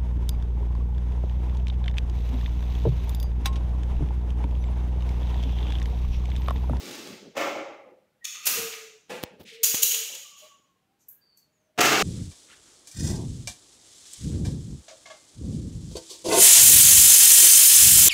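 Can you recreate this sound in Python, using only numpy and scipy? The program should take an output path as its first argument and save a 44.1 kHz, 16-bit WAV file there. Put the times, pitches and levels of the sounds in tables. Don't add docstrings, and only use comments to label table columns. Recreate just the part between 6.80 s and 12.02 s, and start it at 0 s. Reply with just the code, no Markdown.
import sys
import numpy as np
from scipy import signal
from scipy.fft import rfft, irfft
from scipy.io import wavfile
from scipy.ndimage import uniform_filter1d

SR = 44100
rng = np.random.default_rng(int(sys.argv[2]) if len(sys.argv) > 2 else 0)


def int16_out(signal):
    q = np.round(np.clip(np.atleast_2d(signal).T, -1, 1) * 32767)
    wavfile.write(sys.argv[1], SR, q.astype(np.int16))


N = 230422
T = np.arange(N) / SR
HIT_SAMPLES, LEAD_SAMPLES = 8192, 256

# frequency in Hz, relative level in dB.
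FLOOR_COLOUR = [(25, -21), (60, -5), (150, 2.5), (300, -0.5), (600, -6.5), (1200, -10), (2500, -12),
                (6000, -20.5), (15500, -24)]


def undb(db):
    return np.exp(np.asarray(db) * np.log(10) / 20)


def unit(x):
    return x / np.sqrt(np.mean(x ** 2))


def along(points, hz):
    point_hz, value = np.transpose(points)
    return np.interp(np.log(hz + 1), np.log(point_hz), value)


def bins(size):
    return np.fft.rfftfreq(size, 1 / SR)


def noise(colour):
    size = 2 ** 18
    white = rfft(rng.standard_normal(size))
    return unit(irfft(white * undb(along(colour, bins(size))))[:N])


def body(colour, tilt_db_per_octave):
    hz = bins(HIT_SAMPLES)
    octaves = np.log2(np.maximum(hz, 300) / 1000)
    gain = undb(along(colour, hz) + tilt_db_per_octave * octaves)
    cepstrum = irfft(np.log(unit(gain)))
    cepstrum[1:HIT_SAMPLES // 2] *= 2
    cepstrum[HIT_SAMPLES // 2 + 1:] = 0
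    return np.exp(rfft(cepstrum))


def ring(modes):
    hz = bins(HIT_SAMPLES)
    return sum(undb(db) * 1j * hz * width_hz / (mode_hz ** 2 - hz ** 2 + 1j * hz * width_hz)
               for mode_hz, width_hz, db in modes)


def add_contact(track, start_s, length_s, db, response, grain_db):
    size, grain = rng.standard_normal((2, HIT_SAMPLES))
    progress = np.maximum(np.arange(HIT_SAMPLES) - LEAD_SAMPLES, 0) / SR / max(length_s, 0.0005)
    envelope = np.sqrt(progress) * np.exp(-progress ** 4)
    slips = rfft(size * undb(grain_db * grain) * envelope)
    slips /= np.sqrt(uniform_filter1d(np.abs(slips) ** 2, size=31, mode="mirror"))
    force = irfft(slips) * (progress > 0) * np.sqrt(length_s * SR)
    first = int(start_s * SR) - LEAD_SAMPLES
    track[first:first + HIT_SAMPLES] += undb(db) * irfft(rfft(force) * response)[:N - first]


def strike(contacts, colour, grain_db, modes=()):
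    out = np.zeros(N)
    resonance = 1 + ring(modes)
    for start_s, length_s, db, tilt in contacts:
        add_contact(out, start_s, length_s, db, body(colour, tilt) * resonance, grain_db)
    return out


def tone(note, attack_s, release_s, waver, width_hz):
    start_s, length_s, hz, glide_hz_per_s, db, fade_db_per_s = note
    age_s = np.clip(T - start_s, 0, length_s)
    in_phase, quadrature = (waver * np.interp(age_s * width_hz, np.arange(256), knots)
                            for knots in rng.standard_normal((2, 256)))
    phase = 2 * np.pi * (hz + glide_hz_per_s * age_s / 2) * age_s
    gate = np.clip(np.minimum(age_s / attack_s, (length_s - age_s) / release_s), 0, 1)
    level = gate * undb(db - fade_db_per_s * age_s) * np.sqrt(2 / (1 + waver ** 2))
    return level * ((1 + in_phase) * np.sin(phase) + quadrature * np.cos(phase))


def room(x, direct_db, echo_db, t60_scale, build_s):
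    # band in Hz, unscaled T60 in seconds, echo level in dB.
    echo_bands = [(100, 0.79, 2.5), (256, .7, 2.5), (547, 0.99, 2), (1340, 0.96, 6), (2870, 0.92, 3.5),
                  (6300, 0.86, 3.5), (10300, 0.64, 1.5), (14630, .57, 4)]
    hz, t60_s, db = np.transpose(echo_bands)
    t = T[:49152]
    band = along(np.c_[hz, np.arange(len(hz))], bins(len(t)))
    white, tail = rfft(rng.standard_normal(len(t))), 0
    for k in range(len(hz)):
        share = np.maximum(1 - np.abs(band - k), 0)
        tail += irfft(white * share) * undb(db[k] - 60 * t / (t60_s[k] * t60_scale))
    tail *= (1 - np.exp(-t / build_s)) / np.sqrt(SR / 20)
    return undb(direct_db) * x + undb(echo_db) * signal.fftconvolve(x, tail)[:N]


def nozzle_drag():
    # frequency in Hz, level in dB.
    colour = [(59, -49), (100, -21), (293, 5), (601, -3.5), (727, -10.5), (879, -3.5), (956, -21.5),
              (1060, -8.5), (1550, -10.5), (2690, -6.5), (6000, -9), (9950, -18.5), (15500, -21)]
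    level_db, grit_db, stop_s = -42, 3, 0.46
    grit = undb(grit_db * np.repeat(rng.standard_normal(N // 128 + 1), 128)[:N])
    speed = np.maximum(1 - (T / stop_s) ** 2, 0)
    drag = unit(noise(colour) * grit) * undb(level_db) * speed ** 1.77
    return room(drag, direct_db=-1, echo_db=-3.5, t60_scale=1, build_s=0.0089)


def body_scuffs():
    # start in seconds, length in seconds, level in dB.
    scuffs = [(0, 0.096, -47.5), (0.18, .11, -49.5), (0.285, 0.04, -45), (0.409, 0.08, -48.5),
              (1.676, .16, -48.5), (2.3, 0.091, -49.5), (2.505, 0.17, -55), (3.27, 0.07, -68)]
    # frequency in Hz, level in dB.
    colour = [(40, -37.5), (110, -9.5), (180, 6), (300, -0.5), (440, 1.5), (650, -13), (1500, -48)]
    attack_s, release_db_per_s = 0.026, 193.5
    effort = np.zeros(N)
    for start_s, length_s, db in scuffs:
        rise = np.clip((T - start_s) / attack_s, 0, 1)
        effort += rise * undb(db - release_db_per_s * np.maximum(T - start_s - length_s, 0))
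    return noise(colour) * effort


def far_bang():
    # start in seconds, length in seconds, level in dB, tilt in dB/octave.
    contacts = [(0.552, 0.014, -35.5, -0.5), (.566, 0.014, -21.5, 0.66), (.598, 0.022, -24.5, 0.5),
                (0.649, 0.027, -30, -0.5), (0.751, 0.012, -29.5, -2.5), (0.881, 0.032, -46, -2.5)]
    # frequency in Hz, level in dB.
    colour = [(40, -45.5), (130, -19), (290, -2), (580, 4), (950, -7.5), (1200, -3.5), (1450, -12.5),
              (2300, -6), (4300, -19.5), (6700, -18.5), (10000, -34), (13000, -29.5), (16000, -30)]
    # resonance in Hz, width in Hz, gain in dB.
    modes = [(310, 22, 2.5), (541.7, 20, 3), (715, 15, -0.5), (820, 37, 3), (1235, 25, 0.5),
             (1357, 25, 2.5), (2090, 40, 1.5)]
    bang = strike(contacts, colour, grain_db=2.5, modes=modes)
    return room(bang, direct_db=-8.5, echo_db=-5, t60_scale=0.85, build_s=0.002)


def frame_knocks():
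    # start in seconds, length in seconds, level in dB, tilt in dB/octave.
    contacts = [(1.030, 0.06, -57, -8), (2.294, 0.019, -34.5, -0.5), (2.335, 0.028, -48, 3),
                (3.288, 0.032, -55.5, -2), (3.621, 0.029, -55, 4)]
    # frequency in Hz, level in dB.
    colour = [(60, -23), (170, -3), (500, 1), (1100, -6.5), (2600, -0.5), (5000, -11), (9000, -14),
              (15000, -23.5)]
    # resonance in Hz, width in Hz, gain in dB.
    modes = [(380, 16, 3.5), (525, 37, 15.5), (572, 18, 12.5), (846, 43, 10.5)]
    knocks = strike(contacts, colour, grain_db=6, modes=modes)
    return room(knocks, direct_db=-10, echo_db=-2.5, t60_scale=0.68, build_s=0.00087)


def whistles():
    # start and length in seconds, pitch in Hz, glide in Hz/s, level in dB, fade in dB/s.
    notes = [(1.404, 0.051, 1880, 0, -59.5, 22), (3.44, 0.57, 1172, -170, -62.5, 22.5),
             (3.615, 0.081, 610, 154, -59, 15), (3.999, 0.18, 760, 256, -76, 15),
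             (4.28, 0.19, 1631, 0, -74, 35), (4.408, 0.26, 4670, -1000, -69, 8),
             (4.657, 0.341, 613, 58, -78.5, -44), (4.72, 0.2, 7020, -6500, -76.5, 35)]
    thin = sum(tone(note, attack_s=0.019, release_s=0.035, waver=3.1, width_hz=note[2] / 15)
               for note in notes)
    return room(thin, direct_db=0.5, echo_db=-6, t60_scale=0.64, build_s=0.0025)


def gun_clacks():
    # start in seconds, length in seconds, level in dB, tilt in dB/octave, kind of blow.
    clacks = [(1.443, 0.011, -42.5, -1.5, "catch"), (1.451, 0.0044, -35, -1, "catch"),
              (1.547, 0.013, -49, -4.5, "slide"), (1.625, 0.14, -46, -3, "slide"),
              (1.655, 0.0088, -22.5, 3.5, "seat"), (1.665, 0.013, -16, 2, "seat"),
              (1.744, 0.054, -34, -0.5, "seat"), (2.831, 0.015, -14.5, 3.5, "squeeze"),
              (2.843, 0.0055, -15, 3.5, "squeeze"), (2.854, .003, -18.5, 5.5, "squeeze"),
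              (2.942, 0.016, -26, -0.5, "squeeze"), (3.02, 0.016, -19.5, 3.5, "release"),
              (3.029, 0.0068, -10.5, 5, "release"), (3.111, 0.013, -25.5, 0.5, "release"),
              (3.142, 0.0086, -25, 0, "release"), (3.343, 0.016, -40, -1, "release"),
              (3.561, 0.054, -55.5, -2.5, "release")]
    # frequency in Hz, level in dB.
    colour = [(60, -39), (150, -25.5), (400, -19.5), (850, -19), (1300, -13), (2400, -3.5), (4500, -2.5),
              (6000, 2.5), (8500, -2.5), (11000, 0), (14000, 0.5), (16000, -3.5)]
    # resonance in Hz, width in Hz, gain in dB.
    catch_plate = [(1970, 200, -9), (2490, 140, -2), (3500, 200, 4), (4320, 260, -5.5), (5440, 200, -1),
                   (6270, 220, 1.5), (6650, 250, 2.5)]
    trigger = [(2890, 59, 3), (3018, 430, 5), (3405, 50, 0), (3960, 75, -3)]
    rod = [(5530, 76, -8), (6100, 110, -4), (6630, 150, -0.5), (6840, 240, 3.5), (6830, 150, -5.5)]
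    gun_frame = [(1230, 70, 7.5), (1370, 31, -1.5), (2000, 190, -6), (2450, 140, 0.5), (2670, 80, 3),
                 (2820, 40, -0.5), (4288, 160, -3.5), (5900, 120, -5)]
    cartridge = [(110, 54, 20), (190, 80, -0.5), (454.8, 150, 17.5), (708, 50, 7), (990, 400, -6)]
    cradle = [(2216, 30, 0.5), (3300, 15, 0.5), (4740, 27, 4.5), (7300, 35, 0), (8370, 70, 1),
              (9500, 40, -1), (9700, 70, 0), (11750, 90, 0.5), (13600, 70, 0.5), (14600, 70, 1),
              (15200, 110, -1)]
    part_gains_db = {"catch": (16, 2, -1, 0, -36.5), "slide": (-7, -11.5, -12, 15, -13.5),
                     "seat": (-15.5, -30.5, -8, -8, 4), "squeeze": (-15, -6, 2.5, -8.5, -4.5),
                     "release": (-22.5, 4.5, 3.5, -18, -7)}
    parts = [ring(modes) for modes in (catch_plate, trigger, rod, gun_frame, cartridge)]
    cradle_ring = undb(-1.5) * ring(cradle)
    out = np.zeros(N)
    for start_s, length_s, db, tilt, blow in clacks:
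        parts_ring = sum(undb(gain_db) * part for gain_db, part in zip(part_gains_db[blow], parts))
        response = body(colour, tilt) * (1 + cradle_ring + parts_ring)
        add_contact(out, start_s, length_s, db, response, grain_db=-1.5)
    return room(out, direct_db=-3.5, echo_db=-4, t60_scale=0.96, build_s=0.0065)


def rod_rasps():
    # start in seconds, length in seconds, level in dB, tilt in dB/octave.
    contacts = [(1.535, 0.034, -51, -0.5), (1.920, 0.024, -39.5, -0.5), (2.650, .07, -48.5, 2),
                (2.725, 0.034, -51, 3.5)]
    # frequency in Hz, level in dB.
    colour = [(100, -34.5), (1000, -23), (1500, -9.5), (2200, 0.5), (3300, -1), (4500, -8), (7000, -15.5),
              (15000, -31)]
    rasps = strike(contacts, colour, grain_db=1.5)
    return room(rasps, direct_db=-1, echo_db=-4, t60_scale=0.7, build_s=0.0062)


def hoots():
    # start and length in seconds, pitch in Hz, glide in Hz/s, level in dB, fade in dB/s.
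    notes = [(1.763, 0.52, 460, -59, -33, 67.5), (2.705, 0.59, 457.7, -5.5, -47, 12.5)]
    return sum(tone(note, attack_s=0.014, release_s=0.033, waver=0.93, width_hz=41) for note in notes)


def phone_bumps():
    # start in seconds, length in seconds, level in dB, tilt in dB/octave.
    contacts = [(2.43, 0.0016, -32, 0), (2.4363, 0.0016, -19.5, -1.5), (2.594, 0.026, -46.5, -2.5),
                (2.629, 0.013, -54, 0), (2.942, 0.0064, -26, 0), (3.79, 0.01, -59, -7)]
    # frequency in Hz, level in dB.
    colour = [(25, -14.5), (90, 2), (300, 3.5), (700, -3), (1500, -11), (3500, -5), (8000, -15.5),
              (16000, -7)]
    return strike(contacts, colour, grain_db=-2)


def nozzle_ticks():
    # start in seconds, length in seconds, level in dB, tilt in dB/octave.
    contacts = [(4.188, 0.045, -64.5, -7), (4.284, 0.0046, -35.5, 19), (4.287, 0.0058, -36, 14),
                (4.572, .006, -51, -0.5)]
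    # frequency in Hz, level in dB.
    colour = [(100, -36.5), (2000, -33), (4800, -10), (6200, 1.5), (10000, -3.5), (13500, 4), (16000, -7)]
    ticks = strike(contacts, colour, grain_db=-5)
    return room(ticks, direct_db=-4, echo_db=-0.5, t60_scale=0.46, build_s=0.0045)


def far_clatter():
    # start in seconds, length in seconds, level in dB, tilt in dB/octave.
    contacts = [(4.977, 0.0074, -29, -1.5), (4.985, 0.013, -17.5, -1.47), (5.005, 0.012, -13.5, 2.5),
                (5.045, 0.021, -19.5, 1), (5.115, 0.023, -20.5, -0.2), (5.175, 0.065, -24, -0.1)]
    # frequency in Hz, level in dB.
    colour = [(30, -30), (80, -9.5), (160, -2.5), (300, -1), (600, 1.5), (950, -3.5), (1400, -3.5),
              (2600, -0.5), (4300, -8), (6700, -6.5), (9000, -16.5), (13000, -19.5), (16000, -18)]
    # resonance in Hz, width in Hz, gain in dB.
    modes = [(315, 30, 8.5), (400, 43, 1.5), (712, 46, 3), (790, 22, 4), (1076, 38, -1.5),
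             (1220, 110, -1.5), (1370, 63, 0.5), (1680, 47, 1), (1770, 40, -17), (2083, 16, 4),
             (2710, 110, -7)]
    clatter = strike(contacts, colour, grain_db=-0.5, modes=modes)
    return room(clatter, direct_db=-3.5, echo_db=-2.5, t60_scale=1, build_s=0.011)


def suppress(x, threshold_db, depth_db, knee_db):
    hz, _, cells = signal.stft(x, SR, nperseg=512)
    power = uniform_filter1d(np.abs(cells) ** 2, size=5, axis=-2)
    power = uniform_filter1d(power, size=5, axis=-1)
    over_db = 10 * np.log10(np.abs(power) + 1e-18) - along(FLOOR_COLOUR, hz)[:, None] - threshold_db
    shut = (1 - np.tanh(over_db / knee_db)) / 2
    return signal.istft(cells * undb(depth_db * shut), SR, nperseg=512)[1][:, :N]


def scene():
    contacts = gun_clacks() + rod_rasps() + nozzle_ticks() + frame_knocks()
    contacts += far_bang() + far_clatter() + phone_bumps()
    rubbing = nozzle_drag() + body_scuffs()
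    background = hoots() + whistles() + noise(FLOOR_COLOUR) * undb(-66.5)
    mono = contacts + rubbing + background
    return np.array([mono, mono])


def record(dry):
    low_hz, top_hz = 55, 15650
    thin = signal.sosfilt(signal.butter(2, low_hz, "high", fs=SR, output="sos"), dry[:1])
    quiet = suppress(thin, threshold_db=-65, depth_db=-7.5, knee_db=6)
    cut = signal.sosfilt(signal.ellip(10, 0.2, 70, top_hz, fs=SR, output="sos"), quiet)
    return np.vstack([cut, cut])


dry = scene()
out = record(dry)
int16_out(out)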